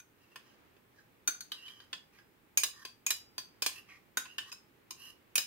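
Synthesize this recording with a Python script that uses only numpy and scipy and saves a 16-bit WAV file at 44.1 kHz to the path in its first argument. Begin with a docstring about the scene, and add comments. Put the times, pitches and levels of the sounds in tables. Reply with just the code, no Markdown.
"""The fading ring of an earlier tap comes first, in a quiet kitchen: a steel spoon in a small hand-held bowl.
Taps and small slip-ticks crack, rattle, thud into the hand and ring the bowl's modes as each spot allows.
Between taps the spoon's edge sticks and slips along the glaze, squeaking through gliding and fixed resonances.
Hard counter and walls answer; filtered noise makes the uneven room air, a low hum and two microphones' hiss."""
import sys
import numpy as np
from scipy import signal
from scipy.fft import rfft, irfft, next_fast_len
from scipy.io import wavfile
from scipy.ndimage import map_coordinates

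SR = 44100
rng = np.random.default_rng(int(sys.argv[2]) if len(sys.argv) > 2 else 0)


def wav_out(sig):
    """Save sig, one row per channel (or a flat mono array), as 16-bit PCM at SR to the path in sys.argv[1]."""
    wavfile.write(sys.argv[1], SR, np.round(np.clip(np.atleast_2d(sig).T, -1, 1) * 32767).astype(np.int16))


N = 241138  # length in samples


def amp(db):
    """Decibels to gain."""
    return 10 ** (np.asarray(db) / 20)


def unit(x):
    """Scaled to rms 1."""
    return x / np.sqrt(np.mean(np.abs(x) ** 2) + 1e-20)


def along(points, hz):
    """Interpolate (Hz, value) points on a log frequency axis."""
    point_hz, values = np.transpose(points)
    return np.interp(np.log(hz + 1), np.log(point_hz + 1), values)


def filtered(x, response):
    """x times a complex response of frequency, padded so that its end does not wrap round."""
    n = x.shape[-1]
    padded = next_fast_len(n + 8192)
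    spectrum = rfft(x, padded) * response(np.fft.rfftfreq(padded, 1 / SR))
    return irfft(spectrum, padded)[..., :n]


def resonances(modes):
    """Causal response of (Hz, width Hz, dB) resonances, added with alternating sign."""
    def response(hz):
        total = 0
        for k, (centre, width, db) in enumerate(modes):
            peak = 1j * hz * width / (centre * centre - hz * hz + 1j * hz * width)
            total = total + (-1) ** k * amp(db) * peak
        return total
    return response


def wobble(rate):
    """A smooth random curve, rate knots a second."""
    knots = rng.standard_normal(int(N * rate / SR) + 4)
    return map_coordinates(knots, [np.arange(N) * rate / SR])


def add(track, s, x):
    """Mix x into track from time s, cut where the track ends."""
    part = track[:, round(s * SR):][:, :x.shape[1]]
    part += x[:, :part.shape[1]]


def kitchen(x, wet_db):
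    """Direct sound, a little later on the left, plus a fresh diffuse tail for each microphone."""
    # How long the room rings. Each row: frequency in Hz, t60 in s.
    room_t60 = [(300, 0.19), (800, .27), (2100, 0.27), (5500, 0.26), (14600, 0.2)]
    n = SR // 3
    hz, t, cells = signal.stft(rng.standard_normal((2, n)), SR, nperseg=256)
    decay = amp(-60 * t / along(room_t60, hz)[:, None])
    tail = signal.istft(cells * decay, SR, nperseg=256)[1][:, :n]
    # counter and walls answer after a few milliseconds
    tail = tail * (1 - np.exp(-np.arange(n) / SR / 0.004))
    reply = amp(wet_db) * tail / np.linalg.norm(tail[0])
    reply[[0, 1], [3, 0]] += 1  # direct sound: left 3 samples late
    return signal.fftconvolve(x, reply, axes=1)


def ring(hz, db, lasting_db, t60, t):
    """A mode and its weaker split twin: a broad knock during contact, then a thinner, wandering ring."""
    pair_hz = hz * np.array([1, 1 + .006 * rng.standard_normal()])[:, None, None]
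    # the fingers never hold quite still
    wander = np.cumsum(0.073 * rng.standard_normal((2, 1, len(t))), axis=2)
    # each microphone sees the rim from its own side
    phase = rng.uniform(0, 2 * np.pi, (2, 1, 1)) + rng.normal(0, hz / 3600, (2, 2, 1))
    twin_db = np.array([0, -9])[:, None, None]
    size = amp(db + twin_db + rng.normal(0, 1.2, (2, 2, 1)))
    modes = (size * np.sin(2 * np.pi * pair_hz * t + phase + wander)).sum(0)
    decay = amp(-60 * t / 0.044) + amp(lasting_db - 60 * t / t60)
    return modes * decay * (1 - np.exp(-t / 0.00098))


def bowl_ring(pitch, level, decays, lasting_db, tilt_db, t):
    """Bowl and spoon ring at their modes; upper modes follow the brightness of the contact."""
    # The sheen of upper modes. Each row: frequency in Hz, relative level in dB, t60 in s.
    sheen = [(5770, -4, .05), (7080, -7.5, 0.085), (8730, -4, 0.068), (9520, -9.5, .1), (11020, -8, 0.061),
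             (11930, -5.5, 0.25), (12700, -6.5, .07), (13600, -9.5, .07), (15500, -7, .08)]
    # only the strongest rings outlast the grip
    lasting = lasting_db + .75 * (level - level.max())
    bowl = sum(ring(hz, db + 1, last, t60, t) for hz, db, last, t60 in zip(pitch, level, lasting, decays))
    for hz, db, t60 in sheen:
        upper_db = db - 14 + tilt_db(hz) + rng.normal(0, 2.6)
        bowl = bowl + ring(hz * rng.normal(1, 0.01286), upper_db, lasting_db - 16.5, t60, t)
    return bowl


def contact_noise(pitch, level, thud_db, tilt_db, t):
    """One burst of grit gives a crack, a rattle through the damped modes and a dull thud into the hand."""
    # Tone of the crack. Each row: frequency in Hz, relative density in dB per Hz.
    crack_tone = [(150, -21), (600, -8), (1500, -9), (3500, 2), (6500, -12), (8000, 0.5), (12500, -9),
                  (15500, -9)]
    grit = rng.standard_normal(len(t)) + .5 * rng.standard_normal((2, len(t)))
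    crack = unit(filtered(grit, lambda hz: amp(along(crack_tone, hz) + tilt_db(hz))))
    crack = crack * (amp(-9.0 - 60 * t / 0.015) + amp(-21.5 - 60 * t / 0.15))  # sharp, then a faint trail
    damped_modes = [(hz, .07 * hz, db) for hz, db in zip(pitch, level)]
    rattle = filtered(grit, resonances(damped_modes)) * amp(13 - 60 * t / .07)
    thud = unit(filtered(grit, resonances([(330, 100, 30), (780, 400, 4.7)])))
    thud = thud * amp(thud_db + 5.5 - 60 * t / 0.04) * (1 - np.exp(-t / 0.0066))
    return (crack + rattle) * (1 - np.exp(-t / .001)) + thud


def handle(hz, db):
    """The free end of the spoon sings on faintly, one sine with drifting phase."""
    t = np.arange(SR // 3) / SR
    drift = np.cumsum(0.016 * rng.standard_normal(len(t)))
    phase = rng.uniform(0, 2 * np.pi, (2, 1))
    return amp(db - 60 * t / .5) * np.sin(2 * np.pi * hz * t + drift + phase)


def taps_and_ticks():
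    """Each contact excites the modes according to its spot; grip and load shift and damp or free them."""
    # The fading first ring, the taps and the small slip-ticks of the scraping spoon. Each row: start in s,
    # spot, relative level in dB, relative thud in dB, relative brightness in dB, left-right difference
    # in dB, relative lasting part of the ring in dB, pitch shift in %,
    # pitch in Hz around which the grip frees or damps the rings, and by how many dB.
    contacts = [(0.0, "wall", -46, -23, -14, 0, -12, 0.32, 2383, 16),
                (0.358, "curve", -36.5, -19, -20.5, -1, -30, -1, 1019, 13),
                (0.765, "curve", -59.5, 0, -31, -3, -19, -0.37, 2600, 6),
                (1.275, "wall", -18.5, -21, -14, -0.5, -4.5, -0.24, 4440, 9.5),
                (1.406, "wall", -36, -56, -11.5, 2.5, -20, -0.49, 4420, 16.5),
                (1.518, "edge", -30.5, -24.5, -22.5, -0.5, -2.5, 0.65, 4060, 3.5),
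                (1.662, "edge", -53.5, -33, -41, -2.5, 5, -0.4, 3030, 8),
                (1.68, "edge", -45.5, -17, -20, -2.5, 1, -2.4, 2376, 16.5),
                (1.801, "edge", -47.5, -13, -54, -2.5, -2, 0.26, 1570, 17),
                (1.838, "edge", -65, -15, -33, 9, -14, -1.2, 1460, 13),
                (1.929, "curve", -27.5, -30, -34, -1, -16.5, -0.091, 3287, 9),
                (2.186, "curve", -55, -26, -38, -3, -1.5, 0.13, 1634, 22),
                (2.573, "rim", -13.5, -60, -12, -1, -6.5, -0.9, 3200, 8),
                (2.634, "lip", -14, -36, -15.5, 0.5, -13, -0.24, 2860, 3),
                (2.85, "floor", -29, -21, -22.5, -0.5, -11, -0.58, 6300, -6),
                (3.064, "rim", -21.5, -54, -12, 1, 1.5, 1.08, 5150, -5),
                (3.105, "lip", -15.5, -42, -16.5, -1, -9.5, .8, 4840, 3.5),
                (3.38, "floor", -26, -23.5, -21.5, -1, -4, -0.49, 3300, -4),
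                (3.621, "foot", -16, -29.5, -19.5, 1, -29, 0.86, 5400, 3.5),
                (3.662, "foot", -14, -37, -18, -0.5, -31, -1, 6870, 7),
                (4.171, "wall", -16, -23.5, -20, 0, -14.5, 1.08, 6150, -19),
                (4.254, "curve", -40.5, -14, -41, -2.5, -14, -1.8, 1000, 30),
                (4.382, "curve", -24.5, -48, -26.5, -1, -27, 1.9, 2940, 9.5),
                (4.517, "side", -40.5, -33, -25, -1, -26, 0.56, 2600, 21),
                (4.525, "side", -39, -37.5, -14, -0.5, -31, 0.23, 1475, 18.5),
                (4.907, "side", -33, -23, -14.5, -0.5, -25, 0.44, 5280, -9),
                (5.355, "rim", -15.5, -45, -10.5, -1.5, -23, 1.7, 6540, -8.5),
                (5.379, "lip", -14, -33.5, -19, 0.5, -11.5, .8, 5250, 11)]
    # Modes of bowl and spoon. Each row: frequency in Hz, t60 of the lasting part in s,
    # then relative level in dB when excited at each of the spots.
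    rings = [(1054, 0.076, -28.5, -29.5, -30, -19, -38, -13, -20.5, -25.5),
             (1206, 0.058, -42.5, -32, -32, -38, -16.5, -43, -26.5, -26),
             (1473, 0.21, -12, -36.5, -47, -33, -19.5, -27, -16, -50),
             (1600, .17, -44, -30.5, -29.5, -44.5, -23, -45, -22.5, -24),
             (1732, 0.061, -33, -43, -23.5, -19.5, -25, -42, -12.5, -28),
             (2430, 0.084, -21.5, -35.5, -33, -38, -27.5, -17, -46, -16.5),
             (2428.5, .13, -28, -12.5, -20.5, -34, -27, -19, -45, -26),
             (2575, 0.047, -43, -35.5, -34, -17, -42, -23, -11.5, -19),
             (2892, 0.12, -52, -41, -19.5, -61, -30, -16.5, -13, -23),
             (3059, .055, -26.5, -20.5, -41.5, -32, -6.5, -17, -13.5, -60),
             (3331, .055, -27.5, -31.5, -48, -18.5, -17, -46, -14, -27.5),
             (3743, 0.05, -15, -22.5, -15.5, -43, -23, -18, -17.5, -50),
             (3933, 0.04, -36, -26.5, -14.5, -40, -10, -12, -41, -30),
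             (4480, 0.08, -21.5, -19, -26, -35, -15, -19, -17, -15.5),
             (4634, 0.19, -39, -36, -31, -11, -22, -35, -24, -40),
             (5006, 0.15, -24, -20, -17, -22.5, -17, -7, -14.5, -13.5),
             (5210, 0.53, -37.5, -20, -29.5, -35, -38, -2.5, -48, -22.5),
             (6220, 0.069, -7.5, -26, -29.5, -14.5, -18.5, -15, -27, -31),
             (6606, 0.049, -13.5, -8.5, -16, -45, -33, -10, -22, -20)]
    # Where the spoon meets the bowl: names, in the order of the level columns above.
    spots = ("wall", "rim", "lip", "floor", "edge", "side", "curve", "foot")
    grip_width = 0.036  # reach of the grip, in natural log of the pitch ratio
    handle_ring = 15  # row, from 0, of the ring that the handle carries on
    out, t = np.zeros((2, N)), np.arange(SR // 6) / SR
    fade = np.clip((t[-1] - t) / .03, 0, 1)
    rest_hz, decays, *spot_levels = np.transpose(rings)
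    for s, spot, db, thud_db, bright_db, pan_db, lasting_db, shift, grip_hz, grip_db in contacts:
        pitch = rest_hz * (1 + shift / 100)
        grip = np.exp(-(np.log(pitch / grip_hz) / grip_width) ** 2)
        level = spot_levels[spots.index(spot)] + grip_db * grip
        # each contact has its own brightness, felt most in the upper treble
        tilt_db = lambda hz: along([(5000, 0.41), (9000, 1)], hz) * (bright_db + 18.5)
        bowl = bowl_ring(pitch, level, decays, lasting_db, tilt_db, t)
        noise = contact_noise(pitch, level, thud_db, tilt_db, t)
        place = amp(db) * amp([[pan_db / 2], [-pan_db / 2]])
        add(out, s, kitchen(place * (bowl + noise) * fade, wet_db=-8.0))
        add(out, s, place * handle(pitch[handle_ring], level[handle_ring] + lasting_db - 5))
    # a small bowl radiates no bass
    return filtered(out, lambda hz: (1j * hz / (120 + 1j * hz)) ** 2)


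def rush(spectrum):
    """Stereo noise of rms 1, its left-right likeness set by mixing mid and side at each frequency."""
    # Each row: frequency in Hz, likeness of the two microphones (1 the same, 0 unrelated).
    alike = [(30, 0.66), (70, 1), (130, 0.47), (300, 0.63), (640, 0), (15000, 0.032)]

    def mid_side(hz):
        turn = np.arccos(np.clip(along(alike, hz), -1, 1)) / 2
        return amp(along(spectrum, hz)) * [np.cos(turn), np.sin(turn)]
    mid, side = filtered(rng.standard_normal((2, N)), mid_side)
    return unit(np.array([mid + side, mid - side]))


def room_floor():
    """Soft room air and lingering reverberation, uneven in level, a low hum and hiss, all shaped noise."""
    # Uneven level of air and lingering reverberation. Each row: time in s, relative level in dB.
    unevenness = [(0.0, -70), (0.61, -64.5), (0.8, -68), (2.0, -67.5), (2.9, -69.5), (3.7, -65.5),
                  (3.95, -67.5), (4.22, -67.5), (4.5, -67.5), (5.47, -67)]
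    # Tone of the room air. Each row: frequency in Hz, relative density in dB per Hz.
    air_tone = [(88, -46), (150, -6), (369, -3.5), (725, -12.5), (825, -8.5), (908, -11), (2100, -13.5),
                (2310, -13.5), (7000, -30.5), (9100, -73), (15400, -120)]
    # Tone of the low hum. Each row: frequency in Hz, relative density in dB per Hz.
    hum_tone = [(15, -30), (24, -6), (32, -17), (50, -6), (62, -9), (80, -4.5), (100, -3), (118, 2),
                (146, -9), (250, -7), (320, -36), (550, -120)]
    # Tone of the microphone hiss. Each row: frequency in Hz, relative density in dB per Hz.
    hiss_tone = [(2350, -31.5), (4000, -21.5), (5690, -11.5), (6570, -5), (8330, -0.5), (9190, -4),
                 (13700, 3), (15900, 4)]
    s, db = np.transpose(unevenness)
    air = amp(np.interp(np.arange(N) / SR, s, db) + 0.11 * wobble(6)) * rush(air_tone)
    hum = amp(-74.5 + 1.2 * wobble(1)) * rush(hum_tone)
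    hiss = amp(-73.5) * rush(hiss_tone)
    return air + hum + hiss


def gliding_squeak(force, hz, width_hz):
    """Grainy force through a resonance that follows hz: shifted down, low-passed and shifted back up."""
    skirt = 0.045  # share of broad rubbing around the squeak
    turn = 2 * np.pi * np.cumsum(hz) / SR
    narrow = lambda f: 1 / (1 + 1j * f / width_hz) ** 2 + skirt / (1 + 1j * f / 400)
    return unit(sum(filtered(force * wave(turn), narrow) * wave(turn) for wave in (np.cos, np.sin)))


def strokes():
    """The spoon's edge sticks and slips over the glaze: grainy force into a gliding squeak and fixed modes."""
    # The strokes. Each row: (body, rasp and fizz in dB relative to the loudest squeak, half width of the
    # squeak in Hz), then the drag as points of time in s, relative squeak level in dB, squeak pitch in Hz.
    drags = [((-7, -7.5, -14, 88), [(.17, -90, 2810), (.228, -68, 2730), (.27, -82, 2620),
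             (.32, -69.5, 2760), (.35, -72, 2700)]), ((-1.5, -1, -17, 250), [(.4, -101, 2740),
             (.468, -69.5, 2960), (.56, -80, 2770)]), ((-11, -8, -31, 100), [(.9, -93, 1730),
             (.97, -74, 1800), (.996, -62.5, 1580), (1.052, -98, 1630), (1.08, -90, 1650)]),
             ((-12.5, -13, -19, 100), [(1.535, -57, 3140), (1.567, -60, 2990), (1.592, -57, 2760),
             (1.625, -54.5, 2840), (1.66, -49.5, 2990), (1.725, -56.5, 3180), (1.76, -61.5, 3030),
             (1.833, -64, 3100), (1.89, -99, 3200)]), ((-3.5, -7, -13, 300), [(2.12, -76, 2430),
             (2.158, -69, 2380), (2.194, -64.5, 1970), (2.24, -106, 2110)]), ((-1.5, -4, -10, 110),
             [(2.72, -85, 1700), (2.742, -68, 1710), (2.806, -64, 1770), (2.818, -66, 1720),
             (2.84, -54.5, 1680)]), ((-12, -10.5, -11, 139), [(3.7, -52, 2580), (3.715, -67, 2850),
             (3.764, -49.5, 2660), (3.79, -54, 2760), (3.85, -101, 2500)]), ((-8.5, -11.5, -21, 265),
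             [(3.86, -91, 2340), (3.89, -58.5, 2434), (3.92, -55.5, 2220), (3.972, -63, 2170),
             (3.995, -88, 2340)]), ((-16, -14, -19, 80), [(4.24, -65, 2600), (4.258, -56, 2520),
             (4.272, -67, 2680), (4.304, -54.5, 2820), (4.372, -66.5, 2750)]), ((9.5, 7, -2, 150),
             [(4.42, -75, 2900), (4.456, -84, 2730), (4.47, -72, 2640), (4.51, -68, 2640)]),
             ((-12, -7, -9, 98), [(4.93, -88, 2900), (5.0, -59.5, 2740), (5.024, -53, 2860),
             (5.102, -51.5, 2836), (5.135, -96, 2810), (5.17, -93, 2830)])]
    # Low fixed modes under the rub. Each row: frequency in Hz, width in Hz, relative level in dB.
    body_modes = [(1030, 115, 0), (1187, 69, 4), (1584, 75, 4), (1863, 81, 6.5), (1970, 90, -7),
                  (3230, 240, -5)]
    # Middle fixed modes, the rasp. Each row: frequency in Hz, width in Hz, relative level in dB.
    rasp_modes = [(3960, 70, 3), (4410, 59, 1), (4790, 120, 2), (5420, 420, -0.5), (6120, 120, 3),
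                  (6570, 850, -6.5)]
    # High fixed modes, the fizz. Each row: frequency in Hz, width in Hz, relative level in dB.
    fizz_modes = [(10150, 250, 0), (11200, 250, -8), (13150, 350, -2)]
    rub_follows = .6  # the fixed modes swing less widely than the squeak, dB per dB
    out = np.zeros((2, N))
    force = rng.standard_normal((2, N)) * amp(1.9 * wobble(170) + .5 * wobble(30))
    force = unit(force[0] + 0.98 * force * [[0], [1]])  # the right adds grain of its own
    body = unit(filtered(force, resonances(body_modes)))
    rasp = unit(filtered(force, lambda f: resonances(rasp_modes)(f) + 0.066 * (f > 3400) * (f < 8000)))
    fizz = unit(filtered(force, lambda f: resonances(fizz_modes)(f) + .1 * (f > 7000)))
    for (body_db, rasp_db, fizz_db, width_hz), drag in drags:
        s, db, hz = np.transpose(drag)
        cut = slice(round(s[0] * SR), round(s[-1] * SR))
        t = np.arange(N)[cut] / SR
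        level_db = np.interp(t, s, db)
        squeak = gliding_squeak(force[:, cut], np.interp(t, s, hz), width_hz)
        modes = amp(body_db) * body[:, cut] + amp(rasp_db) * rasp[:, cut] + amp(fizz_db) * fizz[:, cut]
        modes = modes * amp((rub_follows - 1) * (level_db - db.max()))
        fade = np.clip(np.minimum(t - s[0], s[-1] - t) / 0.0082, 0, 1)
        add(out, s[0], kitchen((squeak + modes) * fade * amp(level_db - 1), wet_db=-7))
    return out


def scene():
    """All sources at the microphones."""
    return taps_and_ticks() + room_floor() + strokes()


def record(dry):
    """The microphones lean apart, the top treble falls away steeply and a band limit ends it."""
    # Response of both microphones. Each row: frequency in Hz, gain in dB.
    mic = [(20, 0), (15700, 0), (16000, -22), (17000, -28)]
    # How the two microphones differ. Each row: frequency in Hz, left-right difference in dB.
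    lean = [(100, -0.5), (300, -4.5), (700, -1.5), (3000, -0.5), (5500, 2.5), (9000, -4.5), (14000, 0)]
    top_hz = 17000

    def response(hz):
        gain_db = along(mic, hz) + along(lean, hz) * [[.5], [-.5]]
        return amp(gain_db) * (hz < top_hz)
    return filtered(dry, response)


dry = scene()
out = record(dry)
wav_out(out)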